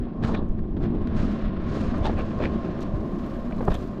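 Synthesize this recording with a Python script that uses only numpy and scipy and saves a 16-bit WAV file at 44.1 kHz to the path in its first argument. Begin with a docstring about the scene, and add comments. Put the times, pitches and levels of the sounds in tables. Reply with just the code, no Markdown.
"""On a paved track in the open air, heard from the rider's seat of a rolling three-wheeled cart.
Wind buffets and thumps the microphone. The tyres rumble and hum on the rough paving and keep the
frame ringing; tread and grit hiss. Seams and rough patches knock the wheels and shake loose parts
into short clatters, with small ticks of metal and grit."""
import sys
import numpy as np
from scipy import signal
from scipy.fft import rfft, irfft
from scipy.io import wavfile
from scipy.ndimage import uniform_filter1d

SR = 44100
rng = np.random.default_rng(int(sys.argv[2]) if len(sys.argv) > 2 else 0)


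def materialize(psi):
    """Save the field psi as 16-bit PCM at rate SR to the path in sys.argv[1].

    A 1-D psi becomes a single channel; in a 2-D psi each row is a channel.
    """
    bounded = np.clip(np.atleast_2d(psi).T, -1, 1)
    quanta = np.round(bounded * 32767).astype(np.int16)
    wavfile.write(sys.argv[1], SR, quanta)


N = 176400
TIME_S = np.arange(N) / SR

# Envelopes: t/s, relative level/dB
WIND_ENVELOPE = [(0.0, -23.5), (0.12, -41), (0.23, -26.5), (1.11, -26), (1.18, -19.5), (1.4, -35),
                 (1.45, -22.5), (1.53, -29.5), (2.19, -23.5), (2.31, -31.5), (2.45, -24.5), (2.7, -37.5),
                 (2.99, -25), (3.02, -34.5), (3.61, -30.5), (3.7, -25), (4.0, -40)]
RUMBLE_ENVELOPE = [(0, -29), (.13, -34.5), (.26, -25.5), (.4, -26.5), (.45, -32.5), (.7, -32), (.87, -24),
                   (1.05, -28.5), (1.22, -25), (1.5, -30), (1.66, -30), (1.76, -27), (2.33, -31.5),
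                   (2.44, -25.5), (2.86, -32.5), (3.15, -28.5), (3.4, -34), (3.53, -30), (4, -33.5)]
FRAME_ENVELOPE = [(0, -49.5), (.19, -43), (.38, -40), (.46, -47), (.73, -50.5), (.84, -42.5), (1, -42.5),
                  (1.2, -39), (1.6, -41.5), (1.82, -36), (2.28, -37), (2.6, -37.5), (3.7, -39.5),
                  (4, -41.5)]
FIZZ_ENVELOPE = [(1.6, -110), (1.95, -85), (2.65, -88.5), (2.9, -82), (3.3, -74.5), (3.55, -79),
                 (3.73, -67), (4, -84)]
# Tyre hiss envelopes: t/s, relative hiss level/dB, relative treble level/dB
HISS_ENVELOPES = [(0, -57.5, -95), (.215, -65, -74), (.25, -44, -53), (.33, -55, -59.5), (.43, -64, -89),
                  (.79, -64.5, -80.5), (.84, -46, -60.5), (.9, -58, -88), (1.135, -54, -73),
                  (1.17, -45, -55.5), (1.33, -50, -61), (1.46, -48.5, -68.5), (1.52, -53.5, -94),
                  (1.61, -52, -71), (1.74, -47, -55.5), (1.85, -47.5, -57), (1.93, -49.5, -62.5),
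                  (2.28, -51.5, -63), (2.76, -51.5, -66), (3.03, -57.5, -67.5), (3.27, -53.5, -64.5),
                  (3.48, -56.5, -67.5), (3.8, -55, -61.5), (4, -58.5, -72)]

# Spectral shapes: f/Hz, relative level/dB
WIND_SPECTRUM = [(8, -4), (24, 2.5), (36, -0.5), (50, -4.5), (80, -3.5), (125, -10.5), (200, -15.5),
                 (500, -31.5), (1500, -102.5)]
RUMBLE_SPECTRUM = [(70, -40), (140, -8.5), (185, -4.5), (212, -4), (250, -6), (290, -9), (315, -6),
                   (365, -9.5), (410, -13.5), (480, -24), (800, -27.5), (2500, -94.5)]
FRAME_SPECTRUM = [(280, 3), (450, -3), (570, 3.5), (615, 2), (670, 2.5), (780, -8.5), (880, -14),
                  (1000, -5), (1200, -8.5), (1450, -32), (2200, -32.5), (6000, -82.5)]
HISS_SPECTRUM = [(600, -5), (1300, 4), (1700, 2), (2050, -4), (2400, -5.5), (2950, -7.5), (3500, -9.5),
                 (4400, -17), (5500, -24), (9000, -63)]
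TREBLE_SPECTRUM = [(2200, -24), (4000, 12), (5200, 7), (6300, 1.5), (7300, -5.5), (8300, -11), (12500, -38)]
SHEEN_SPECTRUM = [(4000, -20.5), (6500, 1.5), (8400, -9), (9600, -13.5), (12000, -19.5), (14000, -30.5)]
FIZZ_SPECTRUM = [(4000, -25), (7200, 0), (8200, -4), (11000, -7), (12400, 0), (13400, -8), (15000, -22)]
CRACK_SPECTRUM = [(150, 7.5), (500, 12.5), (1000, 1.5), (1700, -6), (2800, -23), (5000, -39), (10000, -71)]
CLATTER_SPECTRUM = [(150, -17.5), (450, 19.5), (650, 15), (950, 9), (1400, 3), (1800, 4.5), (2100, -7),
                    (2400, -5), (2900, -8.5), (3600, -8.5), (4800, -18), (7300, -33.5), (10000, -45.5),
                    (15000, -64)]
TICK_SPECTRUM = [(1000, -29), (3500, -7), (6000, 4.5), (8000, -2), (10500, -8.5), (12500, -4.5),
                 (15000, -28)]

# Frame resonances: f/Hz, bandwidth/Hz, relative level/dB
FRAME_RESONANCES = [(560, 26, -27), (611, 8.9, -17.5), (650, 19, -22.5), (1068, 19, -13)]
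# Wheel knocks and low wind thumps on the microphone: t/s, push peak/dB, push time scale/s, crack/dB
KNOCKS_AND_THUMPS = [(0.069, -29.5, 0.0003, -36), (0.246, -9, 0.0014, -24), (.293, -16.5, 0.00033, -29),
                     (0.493, -15.5, 0.0071, -37), (1.252, -15, 0.0011, -49.5), (2.011, -14, 0.0023, -50),
                     (2.05, -21, 0.00024, -30), (2.096, -13.5, 0.00052, -23), (2.426, -18, 0.0018, -49),
                     (2.937, -14.5, 0.0014, -60), (3.607, -17, 0.00029, -22), (3.626, -18, 0.00094, -26.5),
                     (3.677, -17, 0.0003, -24), (3.684, -12, 0.0009, -26), (3.703, -12.5, 0.0051, -48)]
# Loose parts: peak t/s, rise/s, fall/s, level/dB, tilt/(dB/octave), ring f/Hz, ring re chatter/dB
PART_CLATTERS = [(.245, 0.014, 0.0088, -33.5, 3, 1760, -28), (0.299, 0.07, 0.13, -38, -2, 1110, -5),
                 (.351, 0.0095, 0.0066, -28, 1, 2300, -11.5), (.385, 0.069, 0.016, -48, -16, 3720, -5),
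                 (0.399, 0.0083, .025, -40, -7, 1130, -31), (0.593, 0.0054, 0.004, -50, 2.5, 1970, -6),
                 (0.769, 0.0033, 0.01, -39.5, 0.5, 3460, -29), (1.074, .002, 0.0043, -44, 5, 2460, -7),
                 (1.946, 0.0068, 0.0083, -36, 0, 1160, -1.5), (2.06, 0.017, 0.017, -40, 3, 3550, -3),
                 (2.058, 0.017, 0.033, -36.5, 5.5, 880, 5.5), (2.198, 0.021, 0.015, -32, 0, 2500, -10),
                 (2.406, 0.008, 0.015, -30.5, -2, 600, -7), (2.44, 0.026, 0.029, -33, 2.5, 2410, -9),
                 (2.4571, 0.0046, 0.0041, -28, 2, 2280, -4), (2.82, 0.012, 0.014, -46, 7.5, 4060, -12),
                 (3.511, 0.0016, 0.003, -37.5, 0.5, 1260, -2), (3.525, 0.0025, 0.0047, -42, 2, 2420, -3),
                 (3.686, 0.0079, 0.007, -23, -5, 970, -7), (3.717, 0.013, 0.011, -32, 2, 1700, -25),
                 (3.751, 0.024, 0.014, -35.5, 0.5, 3300, -8)]
# Metal and grit ticks: t/s, level/dB
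GRIT_TICKS = [(.242, -58), (.489, -67), (0.943, -71), (1.982, -55), (2.189, -53), (2.807, -54),
              (2.815, -59), (2.822, -57), (2.829, -54.5), (3.263, -57), (3.564, -59), (3.652, -51.5),
              (3.743, -42.5), (3.752, -48), (3.811, -58), (3.877, -59)]


def amp(db):
    """dB to gain."""
    return 10 ** (np.asarray(db) / 20)


def unit(x):
    """Scale to rms 1."""
    return x / np.sqrt(np.mean(x ** 2) + 1e-20)


def envelope(table, column=1):
    """Gain over time from one dB column."""
    rows = np.array(table)
    return amp(np.interp(TIME_S, rows[:, 0], rows[:, column]))


def colour(x, spectrum, tilt_db_per_oct=0):
    """Filter by a spectrum, tilted about 1 kHz; rms 1."""
    octave = np.log2(np.fft.rfftfreq(len(x), 1 / SR) + 1)
    hz, db = np.transpose(spectrum)
    shape_db = np.interp(octave, np.log2(hz), db, right=-np.inf)
    tilt_db = tilt_db_per_oct * np.maximum(octave - 10, -2)
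    return unit(irfft(rfft(x) * amp(shape_db + tilt_db), len(x)))


def drift(rate_hz):
    """Slow random motion; rms 1."""
    ratio = np.fft.rfftfreq(N, 1 / SR) / rate_hz
    return unit(irfft(rfft(rng.standard_normal(N)) * ratio / (1 + ratio ** 3), N))


def grit(per_s, spread_db, size=N):
    """Tiny random impacts of uneven strength; rms 1."""
    strength = amp(spread_db * np.minimum(rng.exponential(1, size), 4))
    return unit(strength * rng.standard_normal(size) * (rng.random(size) < per_s / SR))


def steady(x, span_s):
    """Hold the slow rms at 1, keep the fast lumps."""
    return x / np.sqrt(uniform_filter1d(x ** 2, int(span_s * SR)) + 1e-6)


def add(mix, start_s, sound):
    """Mix a sound in at start_s."""
    part = mix[max(round(start_s * SR), 0):][:len(sound)]
    part += sound[:len(part)]


def wind():
    """Gusts: low, lumpy pressure swings on the microphone."""
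    pressure = steady(colour(rng.standard_normal(N), WIND_SPECTRUM), span_s=0.2)
    return amp(-1.05) * envelope(WIND_ENVELOPE) * pressure


def tyre_hum(pitch_hz=220.6, wander=0.05, width_hz=11.1):
    """The rolling tyres resonate: narrow-band noise at a wavering pitch."""
    cycles = np.cumsum(pitch_hz * (1 + wander * drift(rate_hz=3.99))) / SR
    modulation = drift(width_hz) + 1j * drift(width_hz)
    return unit((modulation * np.exp(2j * np.pi * cycles)).real)


def tyre_rumble():
    """Rough paving drums on the tyres; their hum swells with the rumble."""
    hum = amp(-2) * tyre_hum()
    drumming = colour(grit(per_s=3000, spread_db=3.15), RUMBLE_SPECTRUM)
    return amp(-0.5) * steady(drumming + hum, span_s=0.17) * envelope(RUMBLE_ENVELOPE)


def frame_ring():
    """Track roughness rings the frame: a broad band plus narrow resonances."""
    shaking = grit(per_s=4000, spread_db=1.8) * amp(0.94 * drift(rate_hz=29))
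    ring = colour(shaking, FRAME_SPECTRUM)
    for hz, width_hz, db in FRAME_RESONANCES:
        _, feedback = signal.iirpeak(hz, hz / width_hz, SR)
        ring += amp(db) * unit(signal.lfilter([1], feedback, grit(per_s=1500, spread_db=2.5)))
    return amp(1.5) * unit(ring) * envelope(FRAME_ENVELOPE)


def tread_hiss():
    """Tread and grit hiss on the paving in four bands that flutter together."""
    flutter = amp(1.1 * drift(rate_hz=19))
    treble_gain = envelope(HISS_ENVELOPES, column=2)
    sheen_gain = amp(-68) * (treble_gain / amp(-58.5)) ** 1.3  # grows faster than the treble
    hiss = colour(grit(per_s=20000, spread_db=1.1), HISS_SPECTRUM) * envelope(HISS_ENVELOPES)
    treble = colour(grit(per_s=14000, spread_db=1.6), TREBLE_SPECTRUM) * treble_gain
    sheen = colour(grit(per_s=20000, spread_db=1.5), SHEEN_SPECTRUM) * sheen_gain
    fizz = colour(grit(per_s=10000, spread_db=2.4), FIZZ_SPECTRUM) * envelope(FIZZ_ENVELOPE)
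    return flutter * (amp(3) * hiss + amp(-1.5) * treble + sheen + fizz)


def knock_or_thump(push_db, push_s, crack_db, crack_rise_s=0.0014, crack_decay_s=0.0062):
    """Damped push plus dull crack: a wheel knock if short, a wind thump on the microphone if long."""
    t = TIME_S[:4096]
    phase_rad = t / push_s
    push = phase_rad * np.sin(phase_rad) * np.exp(-phase_rad / 1.52)
    crack_gain = (1 - np.exp(-(t / crack_rise_s) ** 2)) * np.exp(-t / crack_decay_s)
    crack = colour(rng.standard_normal(len(t)), CRACK_SPECTRUM) * crack_gain
    return amp(push_db) * push / abs(push).max() + amp(crack_db) * crack


def clatter(peak_s, rise_s, fall_s, db, tilt_db_per_oct, ring_hz, ring_db):
    """A loose part chatters in a swarm of impacts and rings at its own pitch. Returns start/s, sound."""
    t = TIME_S[:16384] - TIME_S[8192]
    swell = np.exp(-abs(t / np.where(t < 0, rise_s, fall_s)) ** 1.8)
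    impacts = grit(per_s=6000, spread_db=3.2, size=len(t))
    chatter = colour(impacts, CLATTER_SPECTRUM, tilt_db_per_oct)
    resonator = signal.iirpeak(ring_hz, Q=5.9, fs=SR)
    ring = unit(signal.lfilter(*resonator, colour(impacts, CLATTER_SPECTRUM)))
    return peak_s + t[0], amp(db) * swell * (chatter + amp(ring_db) * ring)


def tick(db, decay_s=0.0025):
    """Metal or grit: a tiny bright click."""
    t = TIME_S[:2048]
    return amp(db) * colour(rng.standard_normal(len(t)), TICK_SPECTRUM) * np.exp(-t / decay_s)


def scene():
    """Wind, rolling noise and impacts; mono."""
    mix = wind() + tyre_rumble() + frame_ring() + tread_hiss()
    for start_s, *settings in KNOCKS_AND_THUMPS:
        add(mix, start_s, knock_or_thump(*settings))
    for settings in PART_CLATTERS:
        add(mix, *clatter(*settings))
    for start_s, db in GRIT_TICKS:
        add(mix, start_s, tick(db))
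    return mix[None]


def record(dry):
    """Low-pass at 15 kHz."""
    lowpass = signal.firwin(511, 15000, window=("kaiser", 9), fs=SR)
    return signal.oaconvolve(dry, lowpass[None], "same")


dry = scene()
out = record(dry)
materialize(out)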